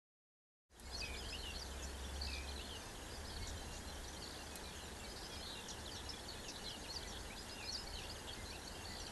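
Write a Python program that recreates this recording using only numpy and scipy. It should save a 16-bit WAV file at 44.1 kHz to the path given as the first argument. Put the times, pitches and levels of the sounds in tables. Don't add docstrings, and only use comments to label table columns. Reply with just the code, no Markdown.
import sys
import numpy as np
from scipy import signal
from scipy.fft import rfft, irfft, next_fast_len
from scipy.io import wavfile
from scipy.ndimage import map_coordinates

SR = 44100
rng = np.random.default_rng(int(sys.argv[2]) if len(sys.argv) > 2 else 0)


def digitize_waveform(pressure):
    field = np.atleast_2d(pressure).T
    bounded = np.clip(field, -1, 1)
    quanta = np.round(bounded * 32767).astype(np.int16)
    wavfile.write(sys.argv[1], SR, quanta)


N = 401751

# freq_hz, relative_density_db
HISS_SPECTRUM = [(50, -28), (115, -0.5), (155, -3.5), (195, 1.5), (260, -2), (430, -1.5), (620, -5),
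                 (880, -3.5), (1200, -10.5), (1700, -6.5), (2300, -15), (4200, -15.5), (8000, -16.5),
                 (12000, -19)]
# freq_hz, relative_density_db
WIND_SPECTRUM = [(10, -9), (22, -7.5), (40, 1.5), (70, 0), (100, -4), (300, -68)]
# time_s, level_db
WIND_LEVELS = [(1, -54), (2.9, -57.5), (3.65, -48), (4.2, -58), (7.7, -56), (8.3, -54), (9.1, -57)]
# time_s, firing_hz, level_db
ENGINE_CURVE = [(1, 64, -54.5), (1.3, 65, -56), (1.9, 67, -49.5), (2.5, 69, -49), (2.85, 72, -61),
                (3.9, 73, -59.5), (9.1, 74, -66)]
# start_s, level_db
STEM_SNAPS = [(.798, -27), (4.5567, -26)]
# start_s, pitch_hz, level_db, trail_db
LOW_CALL_NOTES = [(1.017, 2586, -49, -58), (2.272, 2660, -51.5, -58)]
# start_s, length_s, end_hz, level_db
FALLING_SLURS = [(1.039, .025, 2780, -58), (1.137, 0.02, 2800, -56), (1.187, 0.063, 2890, -58.5),
                 (1.425, 0.093, 2714, -51), (2.33, 0.016, 3450, -50), (2.47, .014, 3180, -56),
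                 (2.508, 0.017, 3000, -55), (2.702, 0.079, 2800, -54), (3.368, 0.011, 3080, -56),
                 (4.338, .016, 2950, -58), (5.697, 0.027, 3230, -53), (5.938, .041, 5320, -56),
                 (6.443, 0.059, 2545, -58), (6.668, 0.05, 2830, -54), (6.701, 0.062, 2790, -54.5),
                 (6.838, 0.034, 2390, -59), (6.687, .04, 4600, -56.5), (7.026, .013, 3230, -50.5),
                 (7.072, .048, 5390, -56.5), (7.163, .014, 3210, -54), (7.58, 0.071, 2340, -56),
                 (7.96, .05, 2550, -57.5), (8.15, 0.027, 2680, -57.5), (8.552, .018, 3620, -58),
                 (8.992, 0.044, 5400, -57.5)]
# start_s, length_s, end_hz, level_db
RISING_SLURS = [(1.235, .048, 3320, -57.5), (1.323, 0.046, 3030, -49), (1.821, .033, 7300, -54),
                (1.835, .025, 6100, -54), (2.037, .014, 3450, -56), (2.155, 0.016, 3450, -55),
                (2.59, 0.037, 3070, -53), (5.046, .018, 4280, -57.5), (6.09, 0.0065, 5650, -44.5),
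                (7.3, 0.042, 2610, -57), (8.014, 0.047, 2860, -57.5), (8.093, 0.032, 5100, -51),
                (8.512, 0.056, 2790, -58)]
# start_s, length_s, pitch_hz, level_db
HELD_NOTES = [(2.645, .035, 4335, -56), (3.871, 0.045, 4160, -56.5), (4.381, .05, 2810, -61),
              (4.806, .045, 4150, -61), (5.295, 0.075, 3360, -58), (5.425, 0.038, 4360, -53.5),
              (5.55, 0.058, 2826, -57), (6.659, 0.03, 4140, -49.5), (7.441, .25, 2800, -64),
              (8.288, 0.032, 3320, -52), (8.368, 0.077, 2110, -60), (8.447, 0.059, 4220, -56),
              (8.732, .13, 2820, -62)]
# start_s, length_s, pitch_hz, level_db
RASP_NOTES = [(3.469, .04, 6630, -56.5), (5.684, 0.013, 6100, -50), (5.703, 0.013, 6070, -49),
              (5.957, 0.057, 3740, -55.5), (6.481, 0.03, 5560, -50.5), (6.554, 0.018, 4160, -53),
              (6.639, 0.03, 4230, -53), (7.114, 0.067, 3500, -57.5), (8.272, 0.034, 3550, -55)]
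# start_s, length_s, pitch_hz, glide_ratio, level_db
REEDY_NOTES = [(3.296, .055, 4080, 0.11, -58.5), (3.71, 0.09, 6070, .13, -61),
               (5.158, .04, 4450, 0.12, -55.5), (5.243, 0.029, 4800, 0.078, -58),
               (5.321, 0.031, 4750, .1, -56.5), (5.456, 0.085, 3990, -0.046, -53)]
# start_s, length_s, start_hz, fade_db, level_db
FALLING_TRILLS = [(1.383, 0.22, 4420, 8, -51), (2.556, 0.16, 4320, 5.5, -51), (3.424, 0.18, 4400, 15, -50),
                  (4.635, 0.21, 4170, 4, -54), (5.536, 0.25, 4000, 11, -51), (5.856, 0.045, 4090, 0, -50.5),
                  (5.913, .13, 4850, 9, -50.5), (6.282, 0.13, 4660, 16, -46.5),
                  (7.932, 0.19, 4400, 12, -47.5)]
# start_s, length_s, swing_ratio, fade_db, level_db
RATTLE_TRILLS = [(2.213, 0.18, .22, 8, -43), (4.221, 0.22, .14, 7, -51), (8.848, .229, 0.11, -2, -52)]
# first_start_s, last_start_s, last_level_db
WHISTLE_RUNS = [(0.895, 1.284, -53), (3.11, 3.244, -58.5), (5.079, 5.35, -56), (7.36, 7.757, -51.5)]
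# start_s, pitch_hz, level_db
CHIP_NOTES = [(2.483, 4190, -51), (3.356, 4370, -54), (4.075, 5900, -57), (4.163, 4300, -55),
              (4.564, 4130, -56.5), (6.093, 5290, -47), (6.131, 3450, -53.5), (6.162, 3400, -56),
              (6.188, 3450, -56), (7.865, 4400, -49.5), (8.324, 4520, -52), (8.499, 4500, -53.5),
              (8.668, 4470, -52.5)]
# start_s, level_db
TUMBLE_NOTES = [(0.969, -41), (1.581, -44), (6.925, -41.5), (7.712, -39)]
# length_fraction, pitch_ratio, gain_db
WHISTLE_CONTOUR = [(0, 1.02, -1), (.16, .76, 0), (.36, 1, 0), (.7, 1.005, 2.5), (1, .99, -3)]
# length_fraction, pitch_ratio, gain_db
ARCH_CONTOUR = [(0, .92, -10.5), (.7, 1.02, 4), (1, 0.96, -1)]
# length_fraction, pitch_ratio, gain_db
TUMBLE_CONTOUR = [(0, 1.33, -7), (.15, 1.08, -22), (.2, 1.33, -12), (.38, 1.08, -8), (.42, 1.3, -19),
                  (.52, 1.14, -5), (.58, 1.06, -16), (.68, 1.01, -3.5), (.85, .96, -2.5), (1, .91, -8)]

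HELD_END_RATIO = 1 - .0257


def amp(db):
    return 10 ** (np.asarray(db) / 20)


def clock(length_s):
    return np.arange(max(int(length_s * SR), 2)) / SR


def curves(rows, at):
    knots, *columns = np.transpose(rows)
    return [np.interp(at, knots, column) for column in columns]


def wobble(rate_hz, samples):
    knots = rng.standard_normal(int(samples * rate_hz / SR) + 4)
    return map_coordinates(knots, [np.arange(samples) * rate_hz / SR])


def filtered(x, response):
    size = next_fast_len(N + SR // 2)
    return irfft(rfft(x, size) * response(np.fft.rfftfreq(size, 1 / SR)), size)[:N]


def noise(spectrum):
    hz, db = np.transpose(spectrum)
    x = filtered(rng.standard_normal(N), lambda f: amp(np.interp(np.log(f + 1), np.log(hz), db)))
    return x / np.sqrt(np.mean(x ** 2) + 1e-20)


def add(track, start_s, sound):
    part = track[max(round(start_s * SR), 0):][:len(sound)]
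    part += sound[:len(part)]


def gate(t, edge_fraction):
    progress = t / t[-1]
    return np.clip(np.minimum(progress, 1 - progress) / edge_fraction, 0, 1)


def reed_hiss(level_db=-52):
    return amp(level_db) * noise(HISS_SPECTRUM)


def wind():
    level_db, = curves(WIND_LEVELS, np.arange(N) / SR)
    return amp(level_db + wobble(7.6, N)) * noise(WIND_SPECTRUM)


def engine():
    firing_hz, level_db = curves(ENGINE_CURVE, np.arange(N) / SR)
    phase = 2 * np.pi * np.cumsum(firing_hz + .59 * wobble(8, N)) / SR
    return amp(level_db + wobble(8.1, N)) * np.sqrt(2) * np.sin(phase)


def stem_snaps(crack_hz=9000, crack_t60_s=.0007, fibre_db=-14, fibre_t60_s=.048, highpass_hz=2500):
    out, t = np.zeros(N), clock(.037)
    crack = amp(-60 * t / crack_t60_s) * np.cos(2 * np.pi * crack_hz * t)
    for start_s, db in STEM_SNAPS:
        fibres = amp(fibre_db - 60 * t / fibre_t60_s) * rng.standard_normal(len(t))
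        add(out, start_s, amp(db) * (crack + fibres))
    return filtered(out, lambda f: f ** 2 / (f ** 2 + highpass_hz ** 2))


def reed_scatter(x, gain_db=-9, t60_s=.22):
    t = clock(.5)
    tail = rng.standard_normal(len(t)) * amp(-60 * t / t60_s)
    return amp(gain_db) * signal.fftconvolve(x, tail / np.linalg.norm(tail))[:N]


def syrinx(hz, gain, jitter_ratio, shimmer_db=1.5, overtone_db=-27):
    unsteady_hz = hz * (1 + jitter_ratio * wobble(886, len(hz)))
    phase = 2 * np.pi * np.cumsum(unsteady_hz) / SR
    tone = np.sqrt(2) * (np.sin(phase) + amp(overtone_db) * np.sin(2 * phase))
    return gain * amp(shimmer_db * wobble(229, len(hz))) * tone


def twitter(count, length_s, centre_hz, log_spread, log_glide, db):
    out = np.zeros(N)
    draws = np.clip(rng.standard_normal((count, 4)), -1.6, 1.6)
    starts_s = (np.arange(count) + rng.uniform(0, 2, count)) / count * N / SR
    for start_s, (pitch, slope, stretch, offset_db) in zip(starts_s, draws):
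        t = clock(length_s * np.exp(.5 * stretch))
        glide = log_glide * (slope - .5) * (t / t[-1] - .5)
        hz = centre_hz * np.exp(log_spread * pitch + glide)
        add(out, start_s, syrinx(hz, amp(db + offset_db) * gate(t, .22), jitter_ratio=.0085))
    return out


def far_birds():
    ticks = twitter(460, length_s=.00986, centre_hz=3707, log_spread=.17, log_glide=.251, db=-61)
    low = twitter(45, length_s=.0597, centre_hz=2520, log_spread=.15, log_glide=.0686, db=-67)
    high = twitter(160, length_s=.0356, centre_hz=4104, log_spread=.2, log_glide=.0605, db=-69.5)
    thin = twitter(220, length_s=.018, centre_hz=6390, log_spread=.097, log_glide=.101, db=-66.5)
    return ticks + low + high + thin


def slur(length_s, start_hz, end_hz, db):
    t = clock(length_s)
    hz = end_hz + (start_hz - end_hz) * (1 - t / t[-1]) ** 1.402
    return syrinx(hz, amp(db) * gate(t, .097), jitter_ratio=.015)


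def low_calls(note_s=.031, trail_s=.16, trail_ratios=(.905, .96)):
    out = np.zeros(N)
    for start_s, hz, db, trail_db in LOW_CALL_NOTES:
        add(out, start_s, slur(note_s, hz, hz * HELD_END_RATIO, db))
        for ratio in trail_ratios:
            tone = slur(trail_s, hz * ratio, hz * ratio * HELD_END_RATIO, trail_db)
            add(out, start_s + note_s / 2, tone * gate(clock(trail_s), .27))
    return out


def slurs(max_drop_hz=1698, drop_shrink_s=.068, rise_start_ratio=.82):
    out = np.zeros(N)
    for start_s, length_s, end_hz, db in FALLING_SLURS:
        drop_hz = max_drop_hz * np.exp(-length_s / drop_shrink_s)
        add(out, start_s, slur(length_s, end_hz + drop_hz, end_hz, db))
    for start_s, length_s, end_hz, db in RISING_SLURS:
        add(out, start_s, slur(length_s, end_hz * rise_start_ratio, end_hz, db))
    for start_s, length_s, hz, db in HELD_NOTES:
        add(out, start_s, slur(length_s, hz, hz * HELD_END_RATIO, db))
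    return out


def rasp(length_s, pitch_hz, db, glide_ratio, roughness):
    t, height = clock(length_s), pitch_hz / 4050
    shake_hz = 347.6 * height ** 1.5 * (1 + roughness * wobble(191, len(t)))
    swing_hz = 407 * height ** 2
    shake_phase = 2 * np.pi * np.cumsum(shake_hz) / SR
    hz = pitch_hz * (1 + glide_ratio * t / t[-1]) + swing_hz * np.sin(shake_phase)
    gain = amp(db) * gate(t, .091) * (1 + .58 * np.cos(shake_phase))
    return syrinx(hz, gain, jitter_ratio=roughness / 10)


def rasps():
    out = np.zeros(N)
    for start_s, length_s, hz, db in RASP_NOTES:
        add(out, start_s, rasp(length_s, hz, db, glide_ratio=-.07, roughness=.16))
    for start_s, length_s, hz, glide_ratio, db in REEDY_NOTES:
        add(out, start_s, rasp(length_s, hz, db, glide_ratio, roughness=.025))
    return out


def trill(length_s, start_hz, end_hz, fade_db, db, swing_ratio, rate_hz=61.2):
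    t = clock(length_s)
    progress, cycle = t / t[-1], t * rate_hz % 1
    sharpness = np.minimum(.2 + (t / .075) ** 1.5, 1)
    centre_hz = end_hz + (start_hz - end_hz) * (1 - progress) ** 1.7
    centre_hz *= 1 + .02 * wobble(rate_hz, len(t))
    sweep = swing_ratio * sharpness * np.tanh(5 * (.53 - cycle))
    pulse = np.abs(np.sin(np.pi * cycle)) ** (3.5 * sharpness)
    gain = amp(db - fade_db * progress + wobble(rate_hz, len(t))) * pulse
    return syrinx(centre_hz * (1 + sweep), gain, jitter_ratio=.0095)


def trills(end_ratio=.73, rattle_hz=4400):
    out = np.zeros(N)
    for start_s, length_s, hz, fade_db, db in FALLING_TRILLS:
        add(out, start_s, trill(length_s, hz, hz * end_ratio, fade_db, db, swing_ratio=.11))
    for start_s, length_s, swing_ratio, fade_db, db in RATTLE_TRILLS:
        add(out, start_s, trill(length_s, rattle_hz, rattle_hz, fade_db, db, swing_ratio))
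    return out


def shaped_note(contour, length_s, hz, db):
    t = clock(length_s)
    pitch_ratio, swell_db = curves(contour, t / t[-1])
    return syrinx(hz * pitch_ratio, amp(db + swell_db) * gate(t, .056), jitter_ratio=.0088)


def whistle_runs(nominal_period_s=.133, length_s=.058, last_hz=5080, step_hz=45, step_db=2):
    out = np.zeros(N)
    for first_s, last_s, last_db in WHISTLE_RUNS:
        count = round((last_s - first_s) / nominal_period_s) + 1
        for to_go, start_s in enumerate(np.linspace(last_s, first_s, count)):
            hz, db = last_hz - step_hz * to_go, last_db - step_db * to_go
            add(out, start_s, shaped_note(WHISTLE_CONTOUR, length_s, hz, db))
    return out


def motifs(arch_lead_s=.042):
    out = np.zeros(N)
    for start_s, db in TUMBLE_NOTES:
        add(out, start_s - arch_lead_s, shaped_note(ARCH_CONTOUR, length_s=.038, hz=4314, db=db - 7))
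        add(out, start_s, shaped_note(TUMBLE_CONTOUR, length_s=.054, hz=4820, db=db))
    for start_s, hz, db in CHIP_NOTES:
        add(out, start_s, shaped_note(ARCH_CONTOUR, length_s=.016, hz=hz, db=db))
    return out


def warbler():
    return whistle_runs() + motifs() + slurs() + trills() + rasps() + low_calls()


def scene():
    far, near = far_birds(), warbler()
    birds = near + far + reed_scatter(near + 3 * far)
    mono = birds + stem_snaps() + reed_hiss() + wind() + engine()
    return np.array([mono, mono])


def record(dry, silent_until_s=.69, full_at_s=.97, cutoff_hz=11900):
    fade = np.interp(np.arange(N) / SR, (silent_until_s, full_at_s), (0, 1))
    return np.array([filtered(channel * fade, lambda f: f < cutoff_hz) for channel in dry])


dry = scene()
out = record(dry)
digitize_waveform(out)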